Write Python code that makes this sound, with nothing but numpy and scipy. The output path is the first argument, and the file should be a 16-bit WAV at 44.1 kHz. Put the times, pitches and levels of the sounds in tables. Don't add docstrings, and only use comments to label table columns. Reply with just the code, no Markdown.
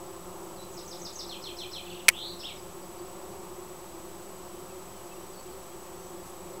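import sys
import numpy as np
from scipy import signal
from scipy.fft import rfft, irfft
from scipy.io import wavfile
from scipy.ndimage import uniform_filter1d

SR = 44100
rng = np.random.default_rng(int(sys.argv[2]) if len(sys.argv) > 2 else 0)


def gain_from_db(level_db):
    decades = np.asarray(level_db, float) / 20
    return 10 ** decades


def wrap_up_sound(samples):
    columns = np.atleast_2d(samples).T
    tamed = np.clip(columns, -1, 1)
    steps = np.round(tamed * 32767).astype(np.int16)
    wavfile.write(sys.argv[1], SR, steps)


N = 291060

# (multiple of the wing beat, level [dB])
WING_OVERTONES = [(1, -10), (2, 0), (3, -7.5), (4, -9.5), (5, -10), (6, -10.5), (7, -14), (8, -45.5),
                  (9, -29)]
# (time [s], level [dB])
SWARM_LEVEL = [
    (0.0, -49),
    (0.46, -44.5),
    (0.81, -48),
    (1.29, -48),
    (1.6, -49),
    (3.75, -48),
    (4.08, -50.5),
    (4.7, -46),
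    (4.96, -49.5),
    (6.6, -45.5),
]
# (delay [s], length [s], start pitch [Hz], end pitch [Hz], level [dB])
HIGH_SYLLABLE = [
    (-.03, 0.021, 6240, 6640, -5.5),
    (-.03, .014, 5800, 5860, -5),
    (.002, .017, 6060, 4600, 1.5),
    (.016, 0.0154, 4690, 3530, -2),
]
HIGH_LEAD_IN = [
    (-.058, .014, 7800, 6500, -8),
    (-.046, .013, 6570, 7500, -7),
]
LOW_SYLLABLE = [
    (-.001, 0.011, 4410, 4100, 2.5),
    (.012, .033, 4050, 3000, -0.5),
    (.041, .024, 3050, 2400, -5),
]
LOW_LEAD_IN = [
    (-.022, .023, 4700, 5900, -5.5),
]
QUICK_SYLLABLE = [
    (0, .008, 4480, 3100, -.3),
    (.008, .025, 3190, 2570, -1.4),
]
# (time [s], length [s], start pitch [Hz], end pitch [Hz], level [dB])
WHISTLES = [
    (2.401, .021, 5130, 3200, -49),
    (2.432, .04, 2610, 3860, -41),
    (2.466, .035, 3760, 2480, -45.5),
    (2.49, .035, 2570, 2170, -52),
    (2.44, 0.039, 5700, 4600, -59),
    (2.468, .018, 4570, 3600, -52),
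    (2.485, .018, 3600, 4300, -58),
]
# (time [s], length [s], start pitch [Hz], end pitch [Hz], level [dB])
BUZZED_NOTES = [
    (2.113, .215, 2500, 4126, -43),
    (2.391, .027, 5450, 5340, -47),
    (5.93, .17, 6600, 6000, -68),
]
# (time [s], length [s], start pitch [Hz], end pitch [Hz], level [dB])
FAR_NOTES = [(.565, .02, 4875, 4000, -58), (.583, .052, 4000, 3980, -56), (.632, .009, 3900, 4650, -55),
             (.619, .02, 5900, 5200, -62), (2.176, .02, 5875, 5575, -66), (2.334, .03, 6150, 5600, -63),
             (2.555, .047, 6050, 4650, -59), (2.825, .02, 5100, 4600, -63), (2.985, .02, 4950, 4450, -61),
             (4.508, .09, 3125, 3060, -66), (4.692, .03, 2825, 2525, -63), (5.113, .022, 2615, 2625, -58),
             (5.158, .02, 2925, 2725, -62), (5.172, .09, 5650, 5780, -69), (5.33, .025, 4950, 4420, -60),
             (5.352, .065, 4440, 4475, -63), (5.504, .05, 4420, 4400, -65), (5.814, .06, 6525, 6775, -65),
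             (4.96, .04, 3150, 2950, -65), (5.2, .035, 3000, 3100, -64), (5.69, .05, 3150, 3300, -65)]
# (delay [s], level [dB])
HEDGES = [
    (.032, -8),
    (0.045, -11.5),
]
# (time [s], level [dB], treble tilt [dB per octave])
LATCH_BLOWS = [
    (2.0831, -17, 9.5),
    (2.0839, -2, -1),
    (2.0872, -5.5, 7.5),
    (2.0883, 0, 0),
    (2.0896, -11.5, 6.5),
    (2.0977, -16, 0.5),
]
# (pitch [Hz], level [dB], time to fall 60 dB [s])
SHELL_TONES = [(1063, -14, 0.038), (1540, -26, .02), (1790, -14, 0.025), (1987, -6, 0.028),
               (2185, 2.5, 0.015), (2425, -5.5, 0.013), (2960, -11.5, .012), (4180, -20, .011),
               (4650, -22, 0.0085), (5800, -10, 0.0093), (7500, -6.5, 0.0088), (8490, -5.5, 0.007),
               (9900, -15, 0.0076), (13460, -3.5, 0.0064)]
# (time [s], length [s], level [dB])
FINGER_SHIFTS = [
    (.43, .03, -61),
    (.58, .04, -60),
    (1.59, .02, -55),
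    (4.96, .03, -60),
    (5.05, .05, -60),
    (6.03, .1, -63),
    (6.24, .07, -55),
]
# (multiple of the clock, level [dB])
CLOCK_LEAKS = [(2, -82), (3, -79), (5, -81), (6, -92)]
# (frequency [Hz], level [dB per Hz])
TRAFFIC_COLOUR = [(20, -5), (60, -2.5), (130, -5), (280, -7.8), (900, -9), (1300, -15), (1700, -24),
                  (2500, -39)]
# (frequency [Hz], level [dB per Hz])
HISS_COLOUR = [(1000, -18), (3000, -18.5), (4000, -21), (7000, -19.5), (11000, -22), (16000, -24)]


def level(x, db):
    return x * gain_from_db(db) / np.sqrt(np.mean(x ** 2))


def band(x, lo_hz, hi_hz):
    return signal.sosfilt(signal.butter(2, [lo_hz, hi_hz], "band", fs=SR, output="sos"), x)


def walks(count, size, seconds):
    x = rng.standard_normal((count, size))
    width = max(int(seconds * SR / 8), 2)
    x = uniform_filter1d(uniform_filter1d(x, width, axis=1), width, axis=1)
    return x / x.std(axis=1, keepdims=True)


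def bees(count=70):
    beat_hz, slower_hz, faster_hz = 178.8, 16, 26.96
    size = N // 8 + 1
    rank = (np.arange(count)[:, None] + .5) / count * 2 - 1
    own = np.sign(rank) * (1 - np.sqrt(1 - abs(rank)))
    place = own + .13 * walks(count, size, .35)
    spread_hz = np.where(place < 0, slower_hz, faster_hz)
    hz = beat_hz + spread_hz * place + 1.188 * walks(count, size, 0.01992)
    phase = 2 * np.pi * (np.cumsum(hz, axis=1) * 8 / SR + rng.random((count, 1)))
    near = gain_from_db(4.2 * walks(count, size, 0.26))
    hum = sum(gain_from_db(db) * np.sin(k * phase + k * k) for k, db in WING_OVERTONES)
    hum = signal.resample_poly((near * hum).sum(axis=0), 8, 1)[:N]
    s, db = np.transpose(SWARM_LEVEL)
    swell_db = 0.5 * (np.interp(np.arange(N) / SR, s, db) - db.mean())
    return level(hum, db.mean() + 2.5) * gain_from_db(swell_db)


def add_note(out, s, length, start_hz, end_hz, db, shake_hz=0., left=.36):
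    u = np.arange(int(length * SR)) / (length * SR)
    hz = start_hz + (end_hz - start_hz) * (u + (2 - 4 * left) * u * (1 - u))
    uneven = 8 * uniform_filter1d(rng.standard_normal(len(u)), 64)
    wobble = np.cumsum(208.2 * (1 + 0.274 * uneven)) / SR
    hz = hz + shake_hz * np.sin(2 * np.pi * wobble)
    shape = np.sin(np.pi * u) ** (0.6 if shake_hz > 200 else 0.21)
    i = int(s * SR)
    out[i:i + len(u)] += gain_from_db(db) * np.sqrt(2) * shape * np.sin(2 * np.pi * np.cumsum(hz) / SR)


def trill(first_s, spacing_s, top_db, peak, fall_db, count):
    k = np.arange(count)
    return list(zip(first_s + spacing_s * k, top_db - fall_db * abs(k / (count - 1) - peak)))


def finch_song():
    finch = np.zeros(N)
    high = trill(.765, .14, -41.5, peak=0.96, fall_db=9, count=4)
    low = trill(1.2925, .147, -42.5, peak=0.83, fall_db=2.8, count=4)
    quick = trill(1.853, .0475, -46, peak=0.22, fall_db=15, count=5)
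    parts = ((HIGH_SYLLABLE, high, 60), (HIGH_LEAD_IN, high, 350), (LOW_SYLLABLE, low, 40),
             (LOW_LEAD_IN, low, 350), (QUICK_SYLLABLE, quick, 150))
    for glides, times, shake_hz in parts:
        for s, db in times:
            bend = 1 + 0.013 * rng.standard_normal()
            for delay, length, start_hz, end_hz, part_db in glides:
                add_note(finch, s + delay, length, start_hz * bend, end_hz * bend, db + part_db, shake_hz)
    for row in WHISTLES:
        add_note(finch, *row, shake_hz=70)
    for row in BUZZED_NOTES:
        add_note(finch, *row, shake_hz=342, left=.2)
    ground_s, ground_db = .00094, -15
    return band(finch + gain_from_db(ground_db) * np.roll(finch, int(ground_s * SR)), 2320, 7600)


def far_birds():
    others = np.zeros(N)
    for row in FAR_NOTES:
        add_note(others, *row, shake_hz=70)
    return others


def garden_echo():
    t = np.arange(SR // 2) / SR
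    clumps = gain_from_db(3.4 * rng.standard_normal(len(t) // 256 + 1).repeat(256)[:len(t)])
    leaves = rng.standard_normal(len(t)) * clumps * gain_from_db(-60 * t / 0.4)
    twigs = rng.standard_normal(len(t)) * np.exp(-t / 0.0092)
    path = gain_from_db(1) * leaves / np.linalg.norm(leaves) + gain_from_db(-6.5) * twigs / np.linalg.norm(twigs)
    for s, db in HEDGES:
        hedge = rng.standard_normal(len(t)) * np.exp(-((t - s) / .004) ** 2)
        path += gain_from_db(db) * hedge / np.linalg.norm(hedge)
    return path


def birds():
    finch, others = finch_song(), far_birds()
    scattered = signal.fftconvolve(finch + gain_from_db(-8) * others, garden_echo())[:N]
    return gain_from_db(-0.5) * finch + others + scattered


def snap():
    out, t = np.zeros(N), np.arange(SR // 16) / SR
    hz, db, t60 = np.transpose(SHELL_TONES)[:, :, None]
    chance = rng.standard_normal((len(LATCH_BLOWS), len(SHELL_TONES), 2))
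    for (s, blow_db, treble_db), c in zip(LATCH_BLOWS, chance):
        gain = gain_from_db(blow_db + db + treble_db * np.log2(hz / 2000) + 3.9 * c[:, :1])
        tone = np.sin(2 * np.pi * hz * (1 + 0.012 * c[:, 1:]) * t)
        ring = (gain * gain_from_db(-60 * t / t60) * tone).sum(axis=0)
        crack = gain_from_db(blow_db + 2 * treble_db - 6.0) * rng.standard_normal(len(t)) * np.exp(-t / 0.0013)
        onset = 1 - np.exp(-t / 0.0002)
        i = int(s * SR)
        out[i:i + len(t)] += (0.53 * ring + crack) * onset
    return band(band(out, 820, 11200), 450, 11700)


def rustles():
    t = np.arange(N) / SR
    gate = np.zeros(N)
    for s, length, db in FINGER_SHIFTS:
        half = length / 2
        gate += gain_from_db(db) * np.exp(-((t - s - half) / half) ** 2)
    tick_size = gain_from_db(2 * rng.exponential(size=N // 32 + 1)).repeat(32)[:N]
    ticks = rng.standard_normal(N) * tick_size
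    return gate * level(band(ticks, 5000, 12000), 0)


def whines():
    line_hz, sensor_hz, slip_s = 1966.77, 12709.64, 4.95
    t = np.arange(N) / SR
    late = t - .01 * (t > slip_s)
    lit = uniform_filter1d(1. * ((30.03 * late + .17) % 1 < .45), 40)
    clock = 2 * np.pi * line_hz * t
    display = gain_from_db(-51.0) * lit * np.sin(4 * clock) + gain_from_db(-57.5) * (1 - lit) * np.cos(4 * clock)
    frame = (29.967 * late - .28) % 1
    fading = (frame >= .3) * .5 * np.exp(-(frame - .3) / .07)
    reading = uniform_filter1d((frame < .3) + fading, 40)
    sensor = gain_from_db(-58.5) * reading * np.sin(2 * np.pi * sensor_hz * t)
    leaks = sum(gain_from_db(db + 7.0) * np.sin(k * clock) for k, db in CLOCK_LEAKS)
    return display + sensor + leaks


def noise_colour(table):
    hz, db = np.transpose(table)
    log_hz = np.log(np.maximum(np.arange(N // 2 + 1) * SR / N, 1))
    return gain_from_db(np.interp(log_hz, np.log(hz), db))


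def air():
    colour = np.hypot(noise_colour(TRAFFIC_COLOUR), noise_colour(HISS_COLOUR))
    return level(irfft(rfft(rng.standard_normal(N)) * colour, N), -48.5)


def scene():
    return (bees() + birds() + snap() + rustles() + whines() + air())[None]


def low_pass(x):
    return signal.sosfilt(signal.butter(12, 16800, fs=SR, output="sos"), x)


def record(dry):
    cut = signal.sosfilt(signal.ellip(10, .3, 60, 15740, fs=SR, output="sos"), dry)
    flat = cut / (1 + (cut / .62) ** 4) ** .25
    flat = signal.sosfilt(signal.ellip(8, .1, 70, 16200, fs=SR, output="sos"), flat)
    return low_pass(flat - .0028)


dry = scene()
out = record(dry)
wrap_up_sound(out)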